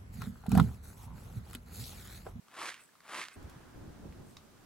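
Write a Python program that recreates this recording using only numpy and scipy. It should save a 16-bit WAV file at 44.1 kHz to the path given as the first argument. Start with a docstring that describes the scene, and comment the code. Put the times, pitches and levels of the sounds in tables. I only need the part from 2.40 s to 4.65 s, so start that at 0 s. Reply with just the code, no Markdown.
"""A quiet room, close up. A bristle brush sweeps twice along a strip of chainmail lying on leather:
bristles flick over the links, which clack together and settle with a thin ring. An abrupt cut leads
to a second scene, a gloved hand working a thin wire. The leather rubs and bumps softly; the wire
slides, ticks, squeaks faintly and scrapes, then rings with one sharp click."""
import sys
import numpy as np
from scipy import signal
from scipy.fft import rfft, irfft
from scipy.io import wavfile
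from scipy.ndimage import uniform_filter1d

SR = 44100
rng = np.random.default_rng(int(sys.argv[2]) if len(sys.argv) > 2 else 0)


def waveform_to_disk(signal):
    """Save audio, clipped to [-1, 1], as 16-bit WAV at the path in sys.argv[1]."""
    frames = np.transpose(np.atleast_2d(signal))
    scaled = np.clip(frames, -1, 1) * 32767
    samples = np.round(scaled).astype(np.int16)
    wavfile.write(sys.argv[1], SR, samples)


N = 99225
ROOM_T60_S = 0.15

def undb(db):
    """Decibels to gain."""
    return 10 ** (np.asarray(db) / 20)

def unit(x):
    """Scale to rms 1."""
    return x / np.sqrt(np.mean(x ** 2) + 1e-30)

def curve(t, rows):
    """Straight lines through (time, value) rows."""
    return np.interp(t, *np.array(rows).T)

def bell(t, centre_s, width_s):
    """Smooth swell and fade around a moment."""
    return np.exp(-((t - centre_s) / width_s) ** 2 / 2)

def decay(age, t60):
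    """Fade by 60 dB every t60 seconds."""
    return np.exp(-np.log(1000) * age / t60)

def ring(age, hz, t60):
    """One struck, dying mode."""
    return np.sin(2 * np.pi * hz * age) * decay(age, t60)

def pan(db):
    """Stereo gains for a left-minus-right level difference."""
    return undb(np.array([[db], [-db]]) / 2)

def over_hz(rows):
    """Spread (frequency, value) rows over the FFT bins."""
    hz, value = np.array(rows).T
    return np.interp(np.log(np.arange(N // 2 + 1) * SR / N + 1), np.log(hz), value)

def colour(x, eq):
    """Causal EQ from (frequency [Hz], gain [dB]) rows; rms 1."""
    cepstrum = irfft(np.log(undb(over_hz(eq))), N)
    cepstrum[N // 2:] = 0
    return unit(irfft(rfft(x) * np.exp(2 * rfft(cepstrum)), N))

def wide(eq, image):
    """Coloured stereo noise; image rows are (frequency [Hz], left-right correlation)."""
    alike = np.clip(over_hz(image), -1, 1)
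    mid, side = (irfft(rfft(rng.standard_normal(N)) * np.sqrt(1 + s * alike), N) for s in (1, -1))
    return colour(np.array([mid + side, mid - side]), eq)

def grains(per_s, spread_db):
    """Random tiny impacts, mostly weak and a few strong; rms 1."""
    size = undb(spread_db * np.minimum(rng.exponential(size=N), 4.5))
    return unit((rng.random(N) < per_s / SR) * size * rng.choice([-1, 1], N))

def contacts(t, rows, grit, grit_t60, crack_eq):
    """Each contact is a short ring and a sharp crack that trails off in grit."""
    rings, cracks = np.zeros((2, N))
    noise = rng.standard_normal(N)
    for start, db, hz, t60, crack in rows:
        age = np.maximum(t - start, 0)
        rings += undb(db) * ring(age, hz, t60)
        trail = grit * noise * (t > start) * decay(age, grit_t60)
        cracks += undb(db) * crack * (np.sinc((t - start) * SR) + trail)
    response = colour(1. 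* (t == 0), crack_eq)
    return rings + signal.fftconvolve(cracks, response / np.abs(response).max())[:N]

def reverb(x, t, db):
    """Diffuse tail of a small room, different on each side."""
    tail = colour(rng.standard_normal((2, N)), [(100, 8.5), (4000, -1.5), (15000, 1.5)])
    tail *= decay(t, ROOM_T60_S) * (t > .004)
    return undb(db) * signal.fftconvolve(x[None], unit(tail) / np.sqrt(N), axes=1)[:, :N]

# Room tone under each scene (frequency [Hz], gain [dB])
BRUSH_AIR_EQ = [(25, -18), (100, -3), (230, 2.5), (500, -3), (1200, -4.5), (3000, -10.5),
                (9000, -12), (15500, -17)]
WIRE_AIR_EQ = [(25, -21), (100, -2), (250, -1), (500, -8.5), (1300, -11.5), (2300, -19.5),
               (6000, -21), (15500, -28)]
# Stereo image of the air, also used for the sliding wire (frequency [Hz], left-right correlation)
AIR_IMAGE = [(50, 1), (300, 0.12), (1400, 0.38), (6000, 0.06)]

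def room_air():
    """Two soft beds of air, one for each scene."""
    return undb(-66) * wide(BRUSH_AIR_EQ, AIR_IMAGE), undb(-60.5) * wide(WIRE_AIR_EQ, AIR_IMAGE)

# Tone of the links at the strip's near end, stirred or brushed (frequency [Hz], gain [dB])
NEAR_LINKS_EQ = [(40, -57), (120, -21.5), (290, -13.5), (600, -9.5), (1120, -2), (1500, -4), (2100, -8),
                 (3500, -13.5), (6000, -20), (9500, -20.5), (15500, -30)]

def stray_links(t):
    """Loose links shift in a faint, sparse crackle."""
    return undb(-73.5) * colour(grains(600, spread_db=4), NEAR_LINKS_EQ) * (t > .06)

# Single link hits (time [s], level [dB], pitch [Hz], t60 [s], crack amount)
LINK_HITS = [(.076, -53, 1100, .008, .2), (.0835, -47, 1300, .009, 1.3), (.1805, -35, 1120, .007, .1),
             (.1895, -35, 1200, .01, .2), (.2168, -27, 1170, .007, .1), (.2852, -28, 1700, .004, .6),
             (.320, -38, 1700, .01, .4), (.3426, -39, 3100, .003, 2.1), (.3438, -45, 2600, .003, 1.6),
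             (.378, -49, 1800, .006, .7), (.490, -55, 1720, .018, .6), (.554, -50, 1250, .01, .6),
             (.6048, -47, 2100, .006, 1.1), (.6064, -48, 1450, .008, .4), (.7505, -33, 2000, .008, .4),
             (.817, -31, 2150, .018, .3), (.8275, -34, 2200, .005, .6), (.856, -41, 3200, .003, 1.1),
             (.8848, -28, 2100, .0015, .7)]

def link_clacks(t):
    """Links knock together; being small, they radiate little low end."""
    clacks = contacts(t, LINK_HITS, grit=0.12, grit_t60=0.0093,
                      crack_eq=[(200, -29), (1800, 8), (4500, 4), (8000, -4), (15000, -11.5)])
    return signal.sosfilt(signal.butter(4, 720, "high", fs=SR, output="sos"), clacks) * pan(-2)

# Brush sweeps (start [s], attack [s], hold [s], release [s], level [dB])
SWEEPS = [(0.115, 0.085, 0.093, 0.063, -41.5), (0.646, 0.082, 0.095, 0.061, -41.5)]
# Brighter tone of the links at the far end (frequency [Hz], gain [dB])
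FAR_LINKS_EQ = [(40, -50), (120, -25), (290, -16), (600, -19), (850, -13.5), (1120, -2.5), (1500, -4),
                (2100, -2.5), (3500, -8), (6000, -13.5), (9500, -18), (15500, -30.5)]
# Swish: leather rubbing low, bristle tips hissing high (frequency [Hz], gain [dB])
SWISH_EQ = [(100, -22), (330, 8), (500, 4), (1000, -6), (2800, -11), (4300, -3), (5600, -3.5), (9500, -4.5),
            (12000, -9), (15500, -20)]
NEAR_PAN_DB, FAR_PAN_DB = 1, -4

def brush_strokes(t, swell_db=18.5, lean_db=2.5, catch_db=2, catch_s=0.0033):
    """Bristles flick over the links, brighter and further right as each stroke travels."""
    out = np.zeros((2, N))
    for start, attack, hold, release, db in SWEEPS:
        end = start + attack + hold + release
        rise = np.maximum(1 - (t - start) / attack, 0)
        fall = np.maximum(1 + (t - end) / release, 0)
        pressure = undb(-swell_db * (rise ** 1.26 + fall))
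        travel = np.clip((t - start - .07) / (end - start - .12), 0, 1)
        near, far = (colour(grains(4500, spread_db=3.5), eq) for eq in (NEAR_LINKS_EQ, FAR_LINKS_EQ))
        links = np.sqrt(1 - travel) * near * pan(NEAR_PAN_DB) + np.sqrt(travel) * far * pan(FAR_PAN_DB)
        speed = np.exp(-((t - start - 0.58 * (end - start)) / 0.067) ** 2)
        shared, left, right = (grains(12000, spread_db=4) for _ in range(3))
        # The swish flutters as the tips catch on link after link.
        flutter = undb(catch_db * unit(uniform_filter1d(rng.standard_normal(N), int(catch_s * SR))))
        swish = colour(flutter * (shared + 0.38 * np.array([left, right])), SWISH_EQ)
        swish *= undb(-8) * speed ** 1.6 * np.sqrt(pressure) * pan(1.5)
        lean = undb(db + lean_db * (travel - 1))  # the hand presses harder along the stroke
        out += lean * (pressure * links + swish)
    return out

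def settling_links(t, end, modes_hz=(1650, 2200, 2570), jingle_hz=7900, bend=0.035):
    """Freed links slide back and chime; a thin jingle bends up in pitch as it swells."""
    slide = grains(9000, spread_db=2.5)
    rustle = undb(-60.5) * colour(slide, FAR_LINKS_EQ) * bell(t, end + 0.02, 0.043)
    modes = sum(ring(t, hz, t60=0.014) for hz in modes_hz)
    chime = undb(-64.5) * unit(signal.fftconvolve(slide, modes)[:N]) * bell(t, end + 0.049, 0.021)
    crest = end + 0.069
    swell = bell(t, crest, 0.021)
    linger = (t > crest) * np.exp(-np.abs(t - crest) / 0.044)
    jingle = unit(signal.fftconvolve(grains(3000, spread_db=6), ring(t, jingle_hz, t60=0.012))[:N])
    jingle = np.interp(t + bend * np.cumsum(swell) / SR, t, jingle) * np.maximum(swell, linger)
    fizz = 1.43 * swell * colour(grains(5300, spread_db=6.5), [(4000, -31), (8500, 1), (15500, 0)])
    return (rustle + chime) * pan(FAR_PAN_DB) + undb(-63.5) * (jingle + fizz)

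# The chainmail reaches the right side slightly late (frequency [Hz], phase lag [rad])
RIGHT_LAG = [(1300, 0), (3900, 0.76), (5700, 1.63), (10000, 1.56), (13000, 3)]

def chainmail(t):
    """The links stir, clack, rasp under the brush and settle after each stroke, in a light reverb."""
    out = stray_links(t) + link_clacks(t) + brush_strokes(t)
    for start, attack, hold, release, _ in SWEEPS:
        out += settling_links(t, end=start + attack + hold + release)
    out[1] = irfft(rfft(out[1]) * np.exp(-1j * over_hz(RIGHT_LAG)), N)
    return out + reverb(out.mean(axis=0), t, db=-15)

# Effort of the gloved hand (time [s], level [dB])
HAND_EFFORT = [(.958, -53), (.975, -50.5), (1.065, -50.5), (1.124, -58), (1.32, -59.5), (1.368, -48.5),
               (1.49, -49), (1.534, -55), (1.61, -51), (1.66, -46), (1.736, -55.5), (1.82, -48),
               (1.865, -55.5), (2.066, -64), (2.25, -66)]
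# Dull tone of the glove (frequency [Hz], gain [dB])
GLOVE_EQ = [(20, -9), (45, -4.5), (100, -1.5), (140, -5), (200, -4.5), (300, -6.5), (450, -14.5),
            (800, -20), (1500, -40.5), (4000, -50), (15000, -59)]
# Centred lows, wider above (frequency [Hz], left-right correlation)
GLOVE_IMAGE = [(50, 1), (130, 0.52), (290, 0.1)]

def glove_rub(t):
    """Leather rubs, low and soft, rising with the hand's effort."""
    return wide(GLOVE_EQ, GLOVE_IMAGE) * undb(curve(t, HAND_EFFORT))

# Midrange hiss of wire on leather (frequency [Hz], gain [dB])
SLIDE_EQ = [(100, -11), (400, -1), (900, 2.5), (1620, 1.2), (2100, -5.5), (4000, -13.5), (9000, -21.5),
            (15500, -31)]
# Its fader ride (time [s], level [dB])
SLIDE_RIDE = [(.958, -61.5), (1.1, -59.5), (1.3, -64.5), (1.8, -67.5), (2.05, -76), (2.25, -70.5)]

def wire_slide(t):
    """The wire hisses as it slides through the glove."""
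    return wide(SLIDE_EQ, AIR_IMAGE) * undb(curve(t, SLIDE_RIDE))

# Small wire hits (time [s], level [dB], pitch [Hz], t60 [s], crack amount)
WIRE_HITS = [(1.028, -52, 7440, .003, 0.9), (1.097, -51, 10700, 0.0045, 1.84),
             (1.3486, -53, 1600, 0.02, .1), (1.7252, -39.5, 2150, 0.0018, 0.12),
             (1.91, -55, 8130, 0.0097, 0.69)]

def wire_ticks(t):
    """The worked wire gives tiny pings with gritty tails."""
    return contacts(t, WIRE_HITS, grit=0.29, grit_t60=0.046,
                    crack_eq=[(300, -3), (1500, 2), (6000, 2.5), (15000, -1.5)])

# Soft thuds of the glove (time [s], level [dB], pitch [Hz])
GLOVE_THUDS = [(1.042, -40.5, 67.8), (1.160, -42, 131), (1.456, -45, 123), (1.476, -46.5, 84),
               (1.656, -40, 98), (1.658, -42.5, 202), (1.69, -44, 73)]

def glove_bumps(t, rise_cycles=0.54):
    """Each bump of the glove is a low tone that swells and dies in a few cycles."""
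    out = np.zeros(N)
    for start, db, hz in GLOVE_THUDS:
        cycles = np.maximum(t - start, 0) * hz
        swell = cycles / rise_cycles
        out += undb(db) * np.sin(2 * np.pi * cycles) * swell * np.exp(1 - swell)
    return out

# Glide of the squeak (time [s], pitch [Hz])
SQUEAK_GLIDE = [(1.24, 1330), (1.305, 1650), (1.36, 1570)]

def wire_squeak(t, roughness=.025):
    """The wire slips in the leather with a faint, wavering tone."""
    start, end = SQUEAK_GLIDE[0][0], SQUEAK_GLIDE[-1][0]
    slip = np.clip((t - start) / (end - start), 0, 1)
    waver = unit(uniform_filter1d(rng.standard_normal(N), size=200))
    hz = curve(t, SQUEAK_GLIDE) * (1 + roughness * waver)
    return undb(-68.5) * np.sin(np.pi * slip) * np.sin(2 * np.pi * np.cumsum(hz) / SR)

def wire_scrape(t):
    """The wire scrapes thinly just before the click."""
    grit = colour(grains(15000, spread_db=5), [(3000, -25), (6000, -10), (8200, -2), (15500, -17)])
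    return undb(-71) * grit * bell(t, centre_s=1.895, width_s=0.045)

# Ringing partials of the wire (frequency [Hz], relative level [dB])
WIRE_PARTIALS = [(1150, -5), (3800, 4), (4850, -4), (5400, -5), (6400, -4)]

def wire_click(t, start=1.9686, rasp_s=.0025, t60=0.02):
    """One sharp, rasping click rings the wire and lingers in the room."""
    age = np.maximum(t - start, 0)
    modes = sum(undb(db) * ring(age, hz, t60) for hz, db in WIRE_PARTIALS) / 2
    crack = wide(eq=[(300, -13), (1200, 0), (2800, -6), (4200, 3), (6600, -4.5), (8000, -12),
                     (15000, -22)], image=[(1000, 0.63), (10000, 0.46)])
    burst = decay(np.maximum(age - rasp_s, 0), t60)
    tail = 0.31 * decay(age, ROOM_T60_S)
    crack *= (t > start) * np.maximum(burst, tail)
    return undb(-44.5) * (modes + 0.52 * crack)

CUT_S, CROSSFADE_S = .957, .003

def scene():
    """The brushing cuts to the wire work, each over its own room air."""
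    t = np.arange(N) / SR
    brush_air, wire_air = room_air()
    brushing = chainmail(t) + brush_air
    ticks, click = wire_ticks(t), wire_click(t)
    wire = wire_slide(t) + ticks + wire_squeak(t) + wire_scrape(t) + click
    wire += reverb(ticks + click.mean(axis=0), t, db=-8)
    wire_work = (glove_rub(t) + glove_bumps(t) + wire + wire_air) * pan(-0.9)
    cut = np.clip((t - CUT_S) / CROSSFADE_S, 0, 1)
    return (1 - cut) * brushing + cut * wire_work

def record(dry):
    """A steep low-pass trims the very top."""
    return signal.sosfilt(signal.ellip(10, .1, 80, 15750, fs=SR, output="sos"), dry)

dry = scene()
out = record(dry)
waveform_to_disk(out)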